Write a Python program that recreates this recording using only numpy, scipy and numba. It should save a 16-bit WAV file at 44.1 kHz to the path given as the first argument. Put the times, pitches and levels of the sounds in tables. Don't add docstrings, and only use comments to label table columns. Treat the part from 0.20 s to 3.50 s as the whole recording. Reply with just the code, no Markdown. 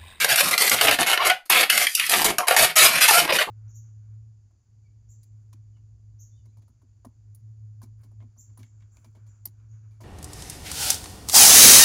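import sys
import numpy as np
from scipy import signal
from scipy.fft import rfft, irfft
from scipy.io import wavfile
from scipy.ndimage import uniform_filter1d, minimum_filter1d, map_coordinates
from numba import njit

SR = 44100
rng = np.random.default_rng(int(sys.argv[2]) if len(sys.argv) > 2 else 0)


def generate_wav(sig):
    pcm = np.round(np.clip(np.atleast_2d(sig).T, -1, 1) * 32767).astype(np.int16)
    wavfile.write(sys.argv[1], SR, pcm)


N = 145530


def undb(db):
    return 10 ** (np.asarray(db) / 20)


def unit(h):
    return h / np.sqrt(np.sum(h ** 2))


def through(x, h):
    return signal.fftconvolve(x, h)[:len(x)]


def walk(n, hz):
    count = 1000
    knots = rng.standard_normal(count)
    return np.sqrt(3 / 2) * np.interp(np.arange(n) * hz / SR, np.arange(count), knots)


def colour(points):
    hz, db = np.array(points, float).T
    size = 2048
    bins_hz = np.arange(size // 2 + 1) * SR / size
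    gain = undb(np.interp(np.log(bins_hz + 1), np.log(hz), db))
    cepstrum = irfft(np.log(gain))
    cepstrum[1:size // 2] *= 2
    cepstrum[size // 2 + 1:] = 0
    return unit(irfft(np.exp(rfft(cepstrum))))


def add(out, start, x):
    i = max(int(start * SR), 0)
    out[..., i:i + x.shape[-1]] += x[..., :max(N - i, 0)]


RATE_WANDER, WANDER_HZ, SLIP_JITTER = 0.3, 70.1, 0.13
SLIP_SCATTER_DB = 0.5
TEAR_S, TEAR_SHARE = 0.00076, 0.78


def slips(n, rate):
    hz = rate * np.exp(RATE_WANDER * walk(n, WANDER_HZ) + SLIP_JITTER * walk(n, rate))
    phase = np.cumsum(hz) / SR
    at = np.flatnonzero(np.diff(np.floor(phase), prepend=-1))
    scatter = np.clip(rng.standard_normal(400), -2, 2)
    pulses = np.zeros(n)
    pulses[at] = undb(SLIP_SCATTER_DB * np.resize(scatter, len(at)))
    tear_envelope = through(pulses, np.exp(-np.arange(n) / SR / TEAR_S))
    tear = tear_envelope * rng.standard_normal(SR)[:n]
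    x = unit(pulses - pulses.mean()) + TEAR_SHARE * unit(tear)
    return x / np.sqrt(uniform_filter1d(x ** 2, SR // 50) + 1e-12)


# start in seconds, length before release in seconds, attack in seconds,
# nominal slips per second, then drive of thud, air ring, skin and crackle in dB before the trim.
RUB_STROKES = [(0, 0.037, 0.0017, 500, -49, -36, -23.5, -24),
               (0.074, 0.069, 0.018, 850, -42, -30, -18.5, -22),
               (0.159, 0.053, 0.022, 700, -66, -31.5, -20.5, -18.5),
               (0.225, 0.067, 0.0058, 300, -41, -31.5, -25.5, -23),
               (0.307, 0.039, 0.005, 500, -43, -29, -29, -26),
               (0.381, 0.031, 0.0022, 900, -42, -34.5, -27, -20.5),
               (0.406, 0.075, 0.0046, 450, -46, -30.5, -22, -21.5),
               (0.506, 0.04, 0.0041, 300, -35, -27, -22, -23),
               (0.555, 0.093, 0.007, 250, -44, -39.5, -26, -32.5),
               (0.605, 0.053, 0.0033, 350, -33, -26, -25.5, -23.5),
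               (0.668, 0.023, 0.0038, 330, -31.5, -22, -20, -22),
               (0.711, 0.033, 0.004, 450, -31, -27, -21, -24),
               (0.783, 0.038, 0.0027, 220, -32, -20.5, -26.5, -28),
               (0.859, 0.081, 0.01, 370, -53, -26, -20, -24.5),
               (0.984, 0.11, 0.02, 550, -49, -28.5, -27, -39),
               (1.043, 0.036, 0.0072, 300, -43, -25, -21, -21.5),
               (1.095, 0.012, 0.0024, 460, -67, -35, -16, -51),
               (1.251, 0.011, 0.0045, 220, -73, -60, -56.5, -48.5),
               (1.295, 0.14, 0.0061, 365, -46, -28, -18, -21.5),
               (1.517, 0.1, 0.005, 600, -44, -40.5, -24.5, -25),
               (1.597, 0.052, 0.0054, 500, -51, -37, -22.5, -23.5),
               (1.664, 0.077, 0.003, 600, -74, -78, -46, -35.5),
               (1.766, 0.11, 0.0089, 1000, -54, -60, -28.5, -31.5),
               (1.886, 0.062, 0.011, 350, -43, -29.5, -21.5, -21.5),
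               (1.952, 0.076, 0.0037, 200, -35, -31, -25.5, -25),
               (2.047, 0.014, 0.0026, 420, -23, -23.5, -19, -14.5),
               (2.077, 0.03, 0.005, 420, -32, -27.5, -27, -26.5),
               (2.182, 0.026, 0.005, 400, -50.5, -24.5, -35.5, -57),
               (2.268, 0.077, 0.0062, 380, -63, -28, -25, -27),
               (2.366, 0.085, 0.0082, 600, -36, -25.5, -17.5, -16.5),
               (2.456, 0.057, 0.005, 500, -49, -38.5, -28, -36),
               (2.555, 0.074, 0.0091, 700, -45, -25, -14.5, -12),
               (2.612, 0.051, 0.0028, 850, -35.5, -22.5, -14, -10.5),
               (2.67, 0.12, 0.005, 400, -44.5, -32.5, -23, -25.5),
               (2.8, 0.062, 0.019, 550, -42, -27, -15.5, -15.5),
               (2.873, 0.049, 0.0087, 850, -48, -33, -19, -16.5),
               (2.921, 0.083, 0.014, 690, -45, -32, -17, -16.5),
               (3.012, 0.041, 0.0022, 400, -36, -30, -25.5, -31),
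               (3.083, 0.024, 0.011, 300, -37, -21, -19.5, -32.5),
               (3.119, 0.05, 0.011, 280, -36, -29, -22.5, -25.5),
               (3.186, 0.039, 0.0076, 600, -65, -29.5, -21, -29),
               (3.265, 0.026, 0.0065, 250, -43, -35.5, -102, -69)]
# thud, air ring, skin, crackle, each in dB.
RUB_TRIM_DB = [0.76, 0.35, -0.083, 0.49]
GRIP_DB, GRIP_HZ = 1.5, 108.4
RELEASE_S = 0.0065


def rubs():
    out = np.zeros((4, N))
    for start, length, attack, rate, *db in RUB_STROKES:
        t = np.arange(int((length + 5 * RELEASE_S) * SR)) / SR
        grip = undb(GRIP_DB * walk(len(t), GRIP_HZ))
        grip = grip / np.sqrt(np.mean(grip ** 2))
        envelope = np.minimum(t / attack, 1) * np.exp(-np.maximum(t - length, 0) / RELEASE_S)
        level = undb(np.add(db, RUB_TRIM_DB))[:, None]
        add(out, start, level * envelope * grip * slips(len(t), rate))
    return out


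@njit
def resonate(x, hz, width):
    y, band, low = np.empty(len(x)), 0., 0.
    for i in range(len(x)):
        g = np.tan(np.pi * hz[i] / SR)
        damping = width / hz[i]
        v = (band + g * (x[i] + 1e-18 - low)) / (1 + g * (g + damping))
        band = 2 * v - band
        low = low + 2 * g * v
        y[i] = damping * v
    return y


# centre at rest tension in Hz, width in Hz, relative strength.
SKIN_PATCH = [(1450, 43, 0.27), (2134, 420, 0.63), (2628, 270, 0.79), (3334, 300, 1), (4180, 900, 1)]
TENSION_SWING, TENSION_HZ, PATCH_SHARE = 0.17, 40.05, 0.28


def stretched(x):
    tension = walk(N, TENSION_HZ)
    y = np.zeros(N)
    for hz, width, strength in SKIN_PATCH:
        drift = tension + 0.5 * walk(N, TENSION_HZ)
        y += strength * resonate(x, hz * np.exp(TENSION_SWING * drift), 1. * width)
    mixed = (1 - PATCH_SHARE) * unit(x) + PATCH_SHARE * unit(y)
    return np.sqrt(np.sum(x ** 2)) * unit(mixed)


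BOUNCE_S, BOUNCE_SWING, BOUNCE_HZ, BOUNCE_SHARE = 0.000355, 0.465, 45.25, 0.29


def bounced(x):
    lag = BOUNCE_S * np.exp(BOUNCE_SWING * walk(N, BOUNCE_HZ))
    echo = map_coordinates(x, [np.arange(N) - lag * SR], order=3)
    return (x - BOUNCE_SHARE * echo) / np.hypot(1, BOUNCE_SHARE)


# frequency in Hz, relative level in dB.
THUD_COLOUR = [(30, -11.5), (80, -10.5), (120, -3), (165, -1), (220, -1.5), (330, -4), (430, -8.5),
               (900, -63), (16000, -80)]
AIR_COLOUR = [(30, -62), (250, -32.5), (420, -10.5), (560, -6.5), (730, 0.5), (950, -7.5), (1300, -8),
              (2200, -36.5), (16000, -95)]
SKIN_COLOUR = [(30, -65), (450, -56.5), (800, -20), (1150, -7.5), (1700, 1), (2250, 3), (3000, 0),
               (3700, -6), (4600, -7.5), (6000, -15), (9000, -26), (16000, -51.5)]
CRACKLE_COLOUR = [(30, -71), (1000, -64.5), (2200, -29.5), (4500, 1), (5600, -1), (7800, -2.5), (9200, 0),
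                  (11300, 0), (14000, -4.5), (17000, -20.5)]
# frequency in Hz, relative strength.
RING_MODES = [(738, 0.58), (1518, 0.09), (1696, 0.082), (1852, 0.47), (2207, 0.75), (2400, 0.24),
              (2681, 0.32), (3150, 0.18)]
FLICKER_DB, FLICKER_HZ = 1, 86.27
COLUMN_HZ, COLUMN_WIDTH_HZ, COLUMN_GAIN = 163, 23.5, 0.67
RING_DB, RING_T60_S, FREE_S = -32.5, 0.2, 0.11
LET_GO_S, LET_GO_DB = 0.94, -24


def balloon(drive):
    colours = (THUD_COLOUR, AIR_COLOUR, SKIN_COLOUR, CRACKLE_COLOUR)
    parts = []
    for part, shape in zip(drive, colours):
        flicker = undb(FLICKER_DB * walk(N, FLICKER_HZ))
        parts.append(through(part * flicker, colour(shape)))
    thud, air, skin, crackle = parts
    boom = COLUMN_GAIN * resonate(thud, np.full(N, 1. * COLUMN_HZ), 1. * COLUMN_WIDTH_HZ)
    x = thud + boom + air + stretched(skin) + bounced(crackle)
    t = np.arange(SR // 3) / SR
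    decay = np.exp(-np.log(1000) * t / RING_T60_S)
    stopped = np.clip(1 - (t / FREE_S) ** 2, 0, 1)
    ring = decay * stopped * sum(g * np.sin(2 * np.pi * hz * t) for hz, g in RING_MODES)
    out = x + undb(RING_DB) * through(x, unit(ring))
    early_rms = np.sqrt(np.mean(ring[:SR // 100] ** 2))
    add(out, LET_GO_S, undb(LET_GO_DB) * ring / early_rms)
    return out


EARLY_DB, EARLY_S = -1, 0.0025
ROOM_DB, ROOM_T60_S, ROOM_TREBLE_T60_S = -4.5, 0.19, 0.17


def room():
    t = np.arange(SR // 3) / SR
    near, far, far_treble = rng.standard_normal((3, len(t)))
    low = signal.sosfilt(signal.butter(2, 4000, fs=SR, output="sos"), far)
    high = signal.sosfilt(signal.butter(2, 4000, "high", fs=SR, output="sos"), far_treble)
    low = low * np.exp(-np.log(1000) * t / ROOM_T60_S)
    high = high * np.exp(-np.log(1000) * t / ROOM_TREBLE_T60_S)
    early = near * np.exp(-t / EARLY_S) * (t > 0.0007)
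    tail = (low + high) * (t > 0.005)
    return undb(EARLY_DB) * unit(early) + undb(ROOM_DB) * unit(tail)


MOVE_S = 0.11


def reflections(x):
    out, t = np.zeros(N), np.arange(N) / SR
    for centre in np.arange(0, N / SR + MOVE_S, MOVE_S):
        at = np.flatnonzero(np.abs(t - centre) < MOVE_S)
        window = np.cos(np.pi / 2 * (t[at] - centre) / MOVE_S)
        add(out, at[0] / SR, signal.fftconvolve(x[at] * window, room()))
    return out


# frequency in Hz, relative level in dB.
FLOOR_COLOUR = [(30, 25), (150, -17), (600, 5), (2500, -25), (14000, -19)]
FLOOR_DB = -71.5


def background():
    return undb(FLOOR_DB) * through(rng.standard_normal(N), colour(FLOOR_COLOUR))


# start in seconds, then drive of air ring, skin and crackle in dB before the trim.
GRIP_RELEASES = [(0.044, -11, -12, -14.5), (0.158, -32, -15.5, -14), (0.283, -45, -24, -21),
                 (0.31, -44, -16, -15.5), (0.338, -40, -17, -34), (0.378, -48, -14, -14.5),
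                 (0.419, -49, -17, -9), (0.495, -49, -25, -16.5), (0.515, -35, -14, -27),
                 (0.533, -34, -18, -26), (0.611, -17, -10.5, -13.5), (0.649, -20.5, -13, -30),
                 (0.67, -23, -17, -35), (0.682, -15, -9, -22), (0.71, -31, -13, -17),
                 (0.787, -21, -14.5, -42), (0.807, -32, -19, -21), (0.829, -39, -13, -21),
                 (0.897, -22, -34, -20), (0.931, -17, -23, -21), (0.974, -19.5, -13, -28),
                 (1.098, -23, -24, -24.5), (1.299, -17.5, -14, -11), (1.499, -27.5, -4.5, -6.5),
                 (1.576, -23.5, -14, -18.5), (1.668, -76.5, -15, -19.5), (1.75, -60, -39, -9.5),
                 (1.796, -34.5, -13, -18), (1.864, -53, -33, -25.5), (1.895, -48, -25, -16),
                 (1.937, -22, -12, -20), (1.992, -19.5, -16, -34), (2.016, -20, -30, -23),
                 (2.044, -15, -21, -15.5), (2.183, -18, -17.5, -16.5), (2.282, -11, -15, -15),
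                 (2.308, -11.5, -15.5, -17), (2.364, -16.5, -13.5, -10), (2.444, -39, -17, -37),
                 (2.908, -12, -32, -18), (3.076, -26, -22, -34), (3.123, -34, -11, -35),
                 (3.188, -41, -15, -22.5)]
# thud, air ring, skin, crackle, each in dB.
SNAP_TRIM_DB = [0, 0.033, 0.73, 2.7]
SNAP_THUD_DB = -20
SNAP_ATTACK_S, SNAP_HOLD_S, SNAP_DECAY_S, SNAP_RATE_HZ = 0.00033, 0.0026, 0.0019, 900


def snaps():
    out, t = np.zeros((4, N)), np.arange(SR // 20) / SR
    envelope = np.minimum(t / SNAP_ATTACK_S, 1) * np.exp(-np.maximum(t - SNAP_HOLD_S, 0) / SNAP_DECAY_S)
    for start, air, skin, crackle in GRIP_RELEASES:
        db = [air + SNAP_THUD_DB, air, skin, crackle]
        level = undb(np.add(db, SNAP_TRIM_DB))[:, None]
        add(out, start, level * envelope * slips(len(t), SNAP_RATE_HZ))
    return out


# start in seconds, length in seconds, nominal first pitch in Hz, nominal last
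# pitch in Hz, nominal level of the fundamental in dB, step per overtone in dB (above 0 counts as 0).
SQUEAL_GLIDES = [(.092, 0.015, 2030, 1950, -26, -6), (0.115, 0.016, 1645, 1760, -23, 4),
                 (.183, 0.012, 1400, 1480, -19.5, 6), (.206, 0.0099, 560, 600, -18.5, -10),
                 (0.329, 0.015, 2000, 2170, -20, -7), (0.678, 0.015, 785, 653, -22, -17),
                 (0.98, 0.058, 1003, 1200, -22, -9), (0.999, 0.038, 1206, 752, -21, -9),
                 (1.093, 0.034, 711, 765, -17.5, -7.5), (1.494, 0.0148, 2450, 3150, -15.5, -16),
                 (1.797, 0.0075, 2130, 3330, -12, -19), (2.050, 0.058, 437, 413, -25, -15),
                 (2.046, 0.044, 2130, 2230, -20, -21), (1.746, 0.0113, 3000, 2600, -19, -13),
                 (2.201, 0.046, 730, 1044, -30, -26), (2.226, .040, 1088, 960, -31, -6.5),
                 (2.61, 0.0104, 4780, 2720, -10, -18), (2.884, 0.015, 983, 855, -12.5, -1.5),
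                 (2.904, 0.028, 850, 760, -18.5, -26), (2.933, 0.03, 659, 687, -14.5, -6),
                 (2.958, 0.035, 699, 694, -11, -12), (3.12, 0.013, 567, 553, -18, -23),
                 (3.186, 0.0072, 1486, 1510, -13, -3), (3.204, 0.019, 536, 692, -24.5, 0)]
SQUEAL_WOBBLE, SQUEAL_ROUGH_DB = 0.0093, 2.5


def squeals():
    out = np.zeros(N)
    for start, length, first, last, db, step_db in SQUEAL_GLIDES:
        n = int(length * SR)
        hz = np.geomspace(first, last, n) * (1 + SQUEAL_WOBBLE * walk(n, 200))
        phase = 2 * np.pi * np.cumsum(hz) / SR
        tone = np.zeros(n)
        for k in range(4):
            strength = undb(min(step_db, 0) * k) / np.sqrt(max(k, 1))
            tone += strength * np.sin((k + 1) * phase)
        level = np.sqrt(2) * undb(db + SQUEAL_ROUGH_DB * walk(n, 405.5))
        add(out, start, level * signal.windows.tukey(n, 0.5) * tone)
    return out


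SQUEAL_WET = 0.84


def scene():
    rubber, squeal = balloon(rubs() + snaps()), squeals()
    reflected = reflections(rubber + SQUEAL_WET * squeal)
    energy = 1 + undb(EARLY_DB) ** 2 + undb(ROOM_DB) ** 2
    heard = (rubber + squeal + reflected) / np.sqrt(energy)
    return (heard + background())[None]


TOP_HZ, CEILING, LIMIT_S = 14150, 0.8, 0.001


def record(dry):
    cut = signal.ellip(8, 0.1, 50, TOP_HZ, fs=SR, output="sos")
    x, size = signal.sosfiltfilt(cut, dry), int(LIMIT_S * SR)
    needed = CEILING / np.maximum(np.abs(x), CEILING)
    gain = uniform_filter1d(minimum_filter1d(needed, 2 * size), size)
    return signal.sosfiltfilt(cut, x * uniform_filter1d(gain, size))


dry = scene()
out = record(dry)
generate_wav(out)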